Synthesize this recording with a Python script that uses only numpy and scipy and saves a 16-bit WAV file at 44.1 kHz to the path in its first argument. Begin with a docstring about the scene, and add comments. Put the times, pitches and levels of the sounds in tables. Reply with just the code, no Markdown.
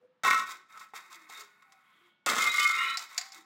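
"""Two steel spray cans on a concrete floor, one microphone close by, walls near enough for a short echo.
Paint gurgles faintly over quiet air. An axe shoves the cans apart: their thin shells clatter, the wooden
handle bumps them, and they rock and roll on the grit. The axe head slips off and hums; a soft rub fills
the pause. A second blow sends one can skidding, spinning on its rim and rolling away, and last the axe
head clicks on the other."""
import sys
import numpy as np
from scipy import signal
from scipy.fft import rfft, irfft
from scipy.io import wavfile

SR = 44100
rng = np.random.default_rng(int(sys.argv[2]) if len(sys.argv) > 2 else 0)


def transcribe(signal):
    """Save signal, clipped to [-1, 1], as a 16-bit WAV file at the path in sys.argv[1]."""
    frames = np.atleast_2d(signal).T
    limited = np.clip(frames, -1, 1)
    pcm = np.round(limited * 32767).astype(np.int16)
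    wavfile.write(sys.argv[1], SR, pcm)


N = 152145

# Levels in all tables are relative. Spectra (frequency [Hz], level [dB]):
AIR_SPECTRUM = [(30, -33), (90, -6), (200, 4.5), (300, -4), (450, -6.5), (1200, -2), (3500, -14.5),
                (15000, -46.5)]  # the quiet of the place
SHELL_SPECTRUM = [(60, -69), (350, -13.5), (580, -20.5), (1250, 4), (1650, -3), (2150, -1.5), (3100, -20.5),
                  (3700, -19.5), (7000, -25)]  # dense, short resonances of a can
GRIT_SPECTRUM = [(800, -21.5), (2500, -12), (3700, 1), (4250, -5), (5000, -2.5), (6000, -5), (7400, -2.5),
                 (8700, -10.5), (11500, -17.5), (15500, -15.5)]  # crushed grit
THUD_SPECTRUM = [(30, -48), (130, -3), (360, 6.5), (1000, 6), (2500, -48.5), (15000, -70)]  # a thud on the floor
CLICK_SPECTRUM = [(200, -29), (520, -29), (740, 8.5), (1050, -11.5), (2000, 6.5), (3200, -2), (5000, 13.5),
                  (5800, 4), (7400, 7.5), (8600, -8.5), (15500, -15)]  # steel snapping on steel
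WALL_SPECTRUM = [(60, 7.5), (200, 11), (500, 4.5), (4000, 2.5), (15000, -11)]  # the echo

# Modes (frequency [Hz], T60 [s], level [dB]):
PAIR_MODES = [(1015, 0.089, -4), (1105, 0.087, 4), (1309, 0.057, -4.5), (1310, 0.3, 8), (1387, 0.15, -2),
              (1482, 0.15, -0.5), (1873, 0.15, 1), (2127, 0.073, -2), (2316, .06, -7.5), (2640, 0.077, -7),
              (3693, 0.034, -11.5)]  # both cans rattling together
HANDLE_MODES = [(457, 0.061, -6), (670, 0.11, -10.5), (793, 0.04, 8), (1034, .04, 3)]  # the wooden handle
SIDE_MODES = [(1083, 0.043, -3.5), (1361, 0.12, 2), (1870, 0.11, -1.5), (2147, 0.022, 1.5),
              (2513, 0.018, -4), (3745, 0.061, -4.5)]  # a can on its side
HEAD_MODES = [(1460, 4.2, -1.5), (2220, 10.5, -4.5)]  # the lifted axe head
RIM_MODES = [(1185, 0.27, -2.5), (1335, 0.51, -7.5), (1470, 0.4, -12), (1906, 0.066, -12.5),
             (2090, 0.2, 2.5), (2147, 0.1, 1), (2488, 0.16, -13), (3503, 0.23, -15)]  # a can on its rim
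CLICK_MODES = [(779.4, 1, -5), (2133, 0.3, 1), (3870, 0.067, 6), (4620, 0.046, 7), (5150, 0.087, 0),
               (6840, 0.06, 7)]  # the axe head against the pinned can

# Gliding resonances (start [s], length [s], first pitch [Hz], last pitch [Hz], level [dB]):
GURGLES = [(0, 0.083, 464, 517, -61), (.54, 0.081, 410, 372, -67), (1.03, 0.29, 390, 310.3, -69.5),
           (1.36, 0.079, 500, 411, -61), (1.63, 0.224, 807, 759, -68), (1.93, 0.175, 308, 352, -71.5),
           (3.34, 0.094, 325, 329, -61.5)]  # paint in a can
SHELL_GLIDES = [(.73, 0.069, 1383, 1283, -45), (1.325, 0.089, 3650, 3713, -49.5),
                (2.45, 0.14, 3610, 3960, -33), (2.565, 0.098, 2770, 3076, -32.5),
                (2.74, .21, 2680, 2994, -35.5), (2.77, 0.24, 3864, 3970, -39)]  # a shell singing as it turns

# Contact force between can and floor (time [s], level [dB]):
SHOVE_FORCE = [(.234, -28), (.275, -22), (.30, -26), (.35, -30), (.405, -34), (.44, -38.5)]
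SKID_FORCE = [(2.262, -31), (2.29, -31), (2.36, -36), (2.388, -31.5), (2.425, -40), (2.49, -37)]
SPIN_FORCE = [(2.38, -33.5), (2.47, -29), (2.505, -38), (2.605, -29), (2.72, -32.5), (2.77, -57)]
ROLL_FORCE = [(2.73, -32), (2.8, -29.5), (2.89, -29.5), (2.96, -40.5)]

# Axe blows and cans knocking together (time [s], ring [dB], crack [dB], thud [dB])
BLOWS = [(.2353, -34, -43, -36.5), (.2478, -22, -34, -28.5), (.268, -43, -42, -32), (.278, -19, -44, -28.5),
         (.309, -18.5, -52, -56), (.33, -20, -44, -43), (.774, -49, -50.5, -70), (.8105, -44, -69, -78),
         (.9358, -45.5, -71, -53), (1.623, -56, -65, -94), (1.722, -59, -56, -89.5),
         (2.2613, -30.5, -27, -36.5), (2.2655, -34, -36, -23), (2.2982, -57.5, -25, -26.5),
         (2.3135, -29, -37, -28.5), (2.3205, -55, -44, -53), (2.332, -29, -42, -23.5),
         (2.363, -37, -58, -30), (2.382, -25, -54, -37)]
# The handle bumps a can (time [s], level [dB])
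HANDLE_KNOCKS = [(.2478, -28), (.774, -58), (.9358, -41.5), (1.297, -49)]
# A can rocks or is dragged a short way (start [s], length [s], ring [dB], grit [dB])
SCRAPES = [(0.45, 0.072, -46, -52), (0.682, 0.11, -57, -67), (0.789, 0.038, -55.5, -59),
           (0.933, 0.038, -45, -50), (1.02, 0.26, -60.5, -74), (1.097, 0.044, -55.5, -57.5),
           (1.287, .12, -50.5, -53.5), (1.455, 0.628, -68, -86), (2.971, 0.054, -47, -48),
           (3.088, 0.17, -52.5, -58.5), (3.319, 0.056, -54.5, -55.5)]
# The axe head slips off a can (time [s], level [dB])
HEAD_SLIPS = [(1.4, -65)]
# The rim hits the floor (time [s], ring [dB], crack [dB])
RIM_KNOCKS = [(2.4205, -39, -27), (2.471, -26.5, -33.5), (2.516, -45, -34.5), (2.541, -24.5, -30.5),
              (2.581, -24.5, -34), (2.5995, -22, -29), (2.6505, -24, -37), (2.697, -24, -45),
              (2.75, -31.5, -38), (2.786, -33.5, -41.5)]
# The axe head clicks on the pinned can (time [s], ring [dB], crack [dB])
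AXE_CLICKS = [(2.9717, -41.5, -27.5), (2.9915, -50, -40), (3.009, -67, -50), (3.1785, -31.5, -22.5),
              (3.2118, -52, -36), (3.3208, -70, -42.5)]

GRAINS_PER_S, TICKS_PER_S = 2600, 600  # fine grit that drives the shell; sharp ticks that rasp
TIME = np.arange(N) / SR


def amp(db):
    """Decibels to gain."""
    return 10 ** (np.asarray(db) / 20)


def decay(age, t60_s):
    """A fade of 60 dB in every t60_s."""
    return np.exp(-np.log(1000) * age / t60_s)


def excite(x, response):
    """Drive an impulse response, scaled to unit energy."""
    return signal.fftconvolve(x, response / np.linalg.norm(response))[:N]


def colour(x, spectrum, size=4096):
    """Minimum-phase filter with the given spectrum; white noise keeps its level."""
    hz, db = np.array(spectrum).T
    bin_hz = np.arange(size // 2 + 1) * SR / size
    gain = amp(np.interp(np.log(bin_hz + 1), np.log(hz), db))
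    cepstrum = irfft(np.log(gain))
    cepstrum[1:size // 2] *= 2
    cepstrum[size // 2 + 1:] = 0
    return excite(x, irfft(np.exp(rfft(cepstrum))))


def ring(force, modes):
    """A force rings a body's modes: damped sines of alternating sign."""
    t = TIME[:SR // 2]
    response = sum((-1) ** k * amp(db) / np.sqrt(t60) * decay(t, t60) * np.sin(2 * np.pi * hz * t)
                   for k, (hz, t60, db) in enumerate(modes))
    return excite(force, response)


def shimmer(force, t60_s):
    """Countless close resonances of thin steel, dying together."""
    t = TIME[:SR // 4]
    return excite(force, rng.standard_normal(len(t)) * decay(t, t60_s))


def taps(rows, column):
    """One impulse per row, as strong as the given column says."""
    impulses = np.zeros(N)
    for row in rows:
        impulses[int(row[0] * SR)] += amp(row[column])
    return impulses


def burst(impulses, decay_s):
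    """Each impulse sets off a fast-dying puff of noise."""
    envelope = signal.lfilter([1], [1, -np.exp(-1 / (decay_s * SR))], impulses)
    return envelope * rng.standard_normal(N)


def grains(per_s, spread_db=0):
    """Dense tiny impacts of metal on grit, rms 1."""
    impacts = (rng.random(N) < per_s / SR) * rng.choice([-1, 1], N)
    impacts = impacts * amp(spread_db * np.minimum(rng.exponential(size=N), 4))
    return impacts / np.std(impacts)


def rubbed_mode(force, hz, t60_s):
    """One noise-driven resonance whose pitch may move."""
    pole = decay(1 / SR, t60_s)
    friction = force * (rng.standard_normal(N) + 1j * rng.standard_normal(N))
    swell = signal.lfilter([np.sqrt(1 - pole ** 2)], [1, -pole], friction)
    phase = 2 * np.pi * np.cumsum(hz * np.ones(N)) / SR
    return np.real(swell * np.exp(1j * phase))


def glides(rows, rough_db, t60_s, tone_db=-5):
    """Resonances that swell, slide in pitch and fade: clear tones with a rough edge."""
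    sound = np.zeros(N)
    for start, length, from_hz, to_hz, db in rows:
        progress = np.clip((TIME - start) / length, 0, 1)
        force = amp(db) * np.sin(np.pi * progress)
        hz = from_hz + (to_hz - from_hz) * np.sin(np.pi / 2 * progress)
        sound += amp(tone_db) * force * np.sin(2 * np.pi * np.cumsum(hz) / SR)
        sound += amp(rough_db) * rubbed_mode(force, hz, t60_s)
    return sound


def air():
    """Faint, steady air around the microphone."""
    return amp(-77.5) * colour(rng.standard_normal(N), AIR_SPECTRUM)


def paint_gurgles():
    """Paint moves inside a can with low, sliding tones."""
    return glides(GURGLES, rough_db=-1, t60_s=0.18)


def rattle(force, modes, ring_db, shell_db):
    """Grit under a moving can rings its modes and rattles the shell."""
    push = grains(GRAINS_PER_S) * force
    shell = colour(shimmer(push, t60_s=0.1), SHELL_SPECTRUM)
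    return amp(ring_db) * ring(push, modes) + amp(shell_db) * shell


def rasp(force):
    """Grit rasps brightly on steel: sharp ticks, each with a short shimmer."""
    ticks = grains(TICKS_PER_S, spread_db=4.5) * force
    return colour(amp(-5) * ticks + shimmer(ticks, t60_s=0.045), GRIT_SPECTRUM)


def contact_force(curve):
    """The force of a can on the floor, zero outside the curve."""
    times, db = np.array(curve).T
    touching = (TIME >= times[0]) & (TIME <= times[-1])
    return touching * amp(np.interp(TIME, times, db))


def travel(curve, modes, ring_db, shell_db, grit_db):
    """A can slides, spins or rolls over concrete: one contact force drives rattle and rasp."""
    force = contact_force(curve)
    return rattle(force, modes, ring_db, shell_db) + amp(grit_db) * rasp(force)


def knocks(rows, modes, thud_taps, ring_db, clank_db, clank_s):
    """Each knock rings the can, with a short clank, a crack of grit and a thud."""
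    strikes = taps(rows, 1)
    clank = colour(burst(strikes, clank_s), SHELL_SPECTRUM)
    crack = colour(burst(taps(rows, 2), decay_s=0.0075), GRIT_SPECTRUM)
    thud = colour(burst(thud_taps, decay_s=0.0024), THUD_SPECTRUM)
    return amp(ring_db) * ring(strikes, modes) + amp(clank_db) * clank + crack + thud


def axe_blows():
    """The axe strikes the cans and they clatter together."""
    return knocks(BLOWS, PAIR_MODES, taps(BLOWS, 3), ring_db=25.5, clank_db=-5, clank_s=0.005)


def handle_knocks():
    """Wood against a can: a short hollow knock."""
    return amp(22.5) * ring(taps(HANDLE_KNOCKS, 1), HANDLE_MODES)


def scrapes(attack_s=0.019, release_s=0.029):
    """A can on its side rocks and drags over the grit in short swells."""
    shell_force, grit_force = np.zeros(N), np.zeros(N)
    for start, length, ring_db, grit_db in SCRAPES:
        rise = np.clip((TIME - start) / attack_s, 0, 1)
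        fall = np.exp(-np.maximum(TIME - start - length, 0) / release_s)
        shell_force += amp(ring_db) * rise * fall
        grit_force += amp(grit_db) * rise * fall
    return rattle(shell_force, SIDE_MODES, ring_db=-5.5, shell_db=-0.5) + rasp(grit_force)


def singing_shell():
    """The travelling contact makes a shell resonance sing and glide."""
    return glides(SHELL_GLIDES, rough_db=-6, t60_s=0.039)


def axe_head_hum():
    """The steel head rings on faintly after slipping off a can."""
    hum = np.zeros(N)
    for start, db in HEAD_SLIPS:
        age = np.maximum(TIME - start, 0)
        for hz, t60, mode_db in HEAD_MODES:
            hum += amp(db + mode_db) * decay(age, t60) * np.sin(2 * np.pi * hz * age)
    return hum


def soft_rub(peak_s=2.013, width_s=0.12, cutoff_hz=4000):
    """A faint, narrow band of rubbing swells and fades in the pause."""
    force = amp(-71) * np.exp(-((TIME - peak_s) / width_s) ** 2 / 2)
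    lowpass = signal.butter(4, cutoff_hz, fs=SR, output="sos")
    return signal.sosfilt(lowpass, rubbed_mode(force, hz=3240, t60_s=0.0083))


def skid_rumble():
    """The struck can bumps low over the concrete as it skids."""
    bumps = grains(GRAINS_PER_S) * contact_force(SKID_FORCE)
    return amp(-11.5) * colour(bumps, THUD_SPECTRUM)


def rim_knocks():
    """The spinning can knocks its rim on the floor."""
    thud_taps = amp(-19) * taps(RIM_KNOCKS, 2)  # each thud follows the strength of its crack
    return knocks(RIM_KNOCKS, RIM_MODES, thud_taps, ring_db=29.5, clank_db=-22, clank_s=0.004)


def axe_clicks():
    """The axe head on the pinned can, steel on steel: a bright snap and a brief ring."""
    strikes, cracks = taps(AXE_CLICKS, 1), taps(AXE_CLICKS, 2)
    snap = colour(burst(cracks, decay_s=0.0078) + amp(3) * cracks, CLICK_SPECTRUM)
    return amp(24.5) * ring(strikes, CLICK_MODES) + snap


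def wall_echo(direct, t60_s=0.47, delay_s=0.0035):
    """Nearby walls send a short, diffuse echo back to the microphone."""
    t = TIME[:SR]
    tail = rng.standard_normal(SR) * decay(t, t60_s) * (t > delay_s)
    return amp(-14.52) * colour(excite(direct, tail), WALL_SPECTRUM)


def scene():
    """At the microphone, in mono: cans and axe, their echo off the walls, and quiet air."""
    direct = axe_blows() + rim_knocks()
    direct += travel(SHOVE_FORCE, PAIR_MODES, ring_db=1, shell_db=-13, grit_db=-13)
    direct += travel(SKID_FORCE, PAIR_MODES, ring_db=-3, shell_db=-0.5, grit_db=-7)
    direct += travel(SPIN_FORCE, RIM_MODES, ring_db=1.5, shell_db=-18, grit_db=-8)
    direct += travel(ROLL_FORCE, SIDE_MODES, ring_db=-3, shell_db=-15, grit_db=-15.5)
    direct += singing_shell() + paint_gurgles()
    direct += skid_rumble() + scrapes() + soft_rub()
    direct += handle_knocks() + axe_head_hum() + axe_clicks()
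    return (direct + wall_echo(direct) + air())[None]


def record(dry):
    """The microphone cuts the deep bass and the very top."""
    low_cut_hz, top_hz = 116, 15750
    highpass = signal.butter(2, low_cut_hz, "high", fs=SR, output="sos")
    lowpass = signal.ellip(10, 0.2, 80, top_hz, fs=SR, output="sos")
    return signal.sosfilt(lowpass, signal.sosfilt(highpass, dry))


dry = scene()
out = record(dry)
transcribe(out)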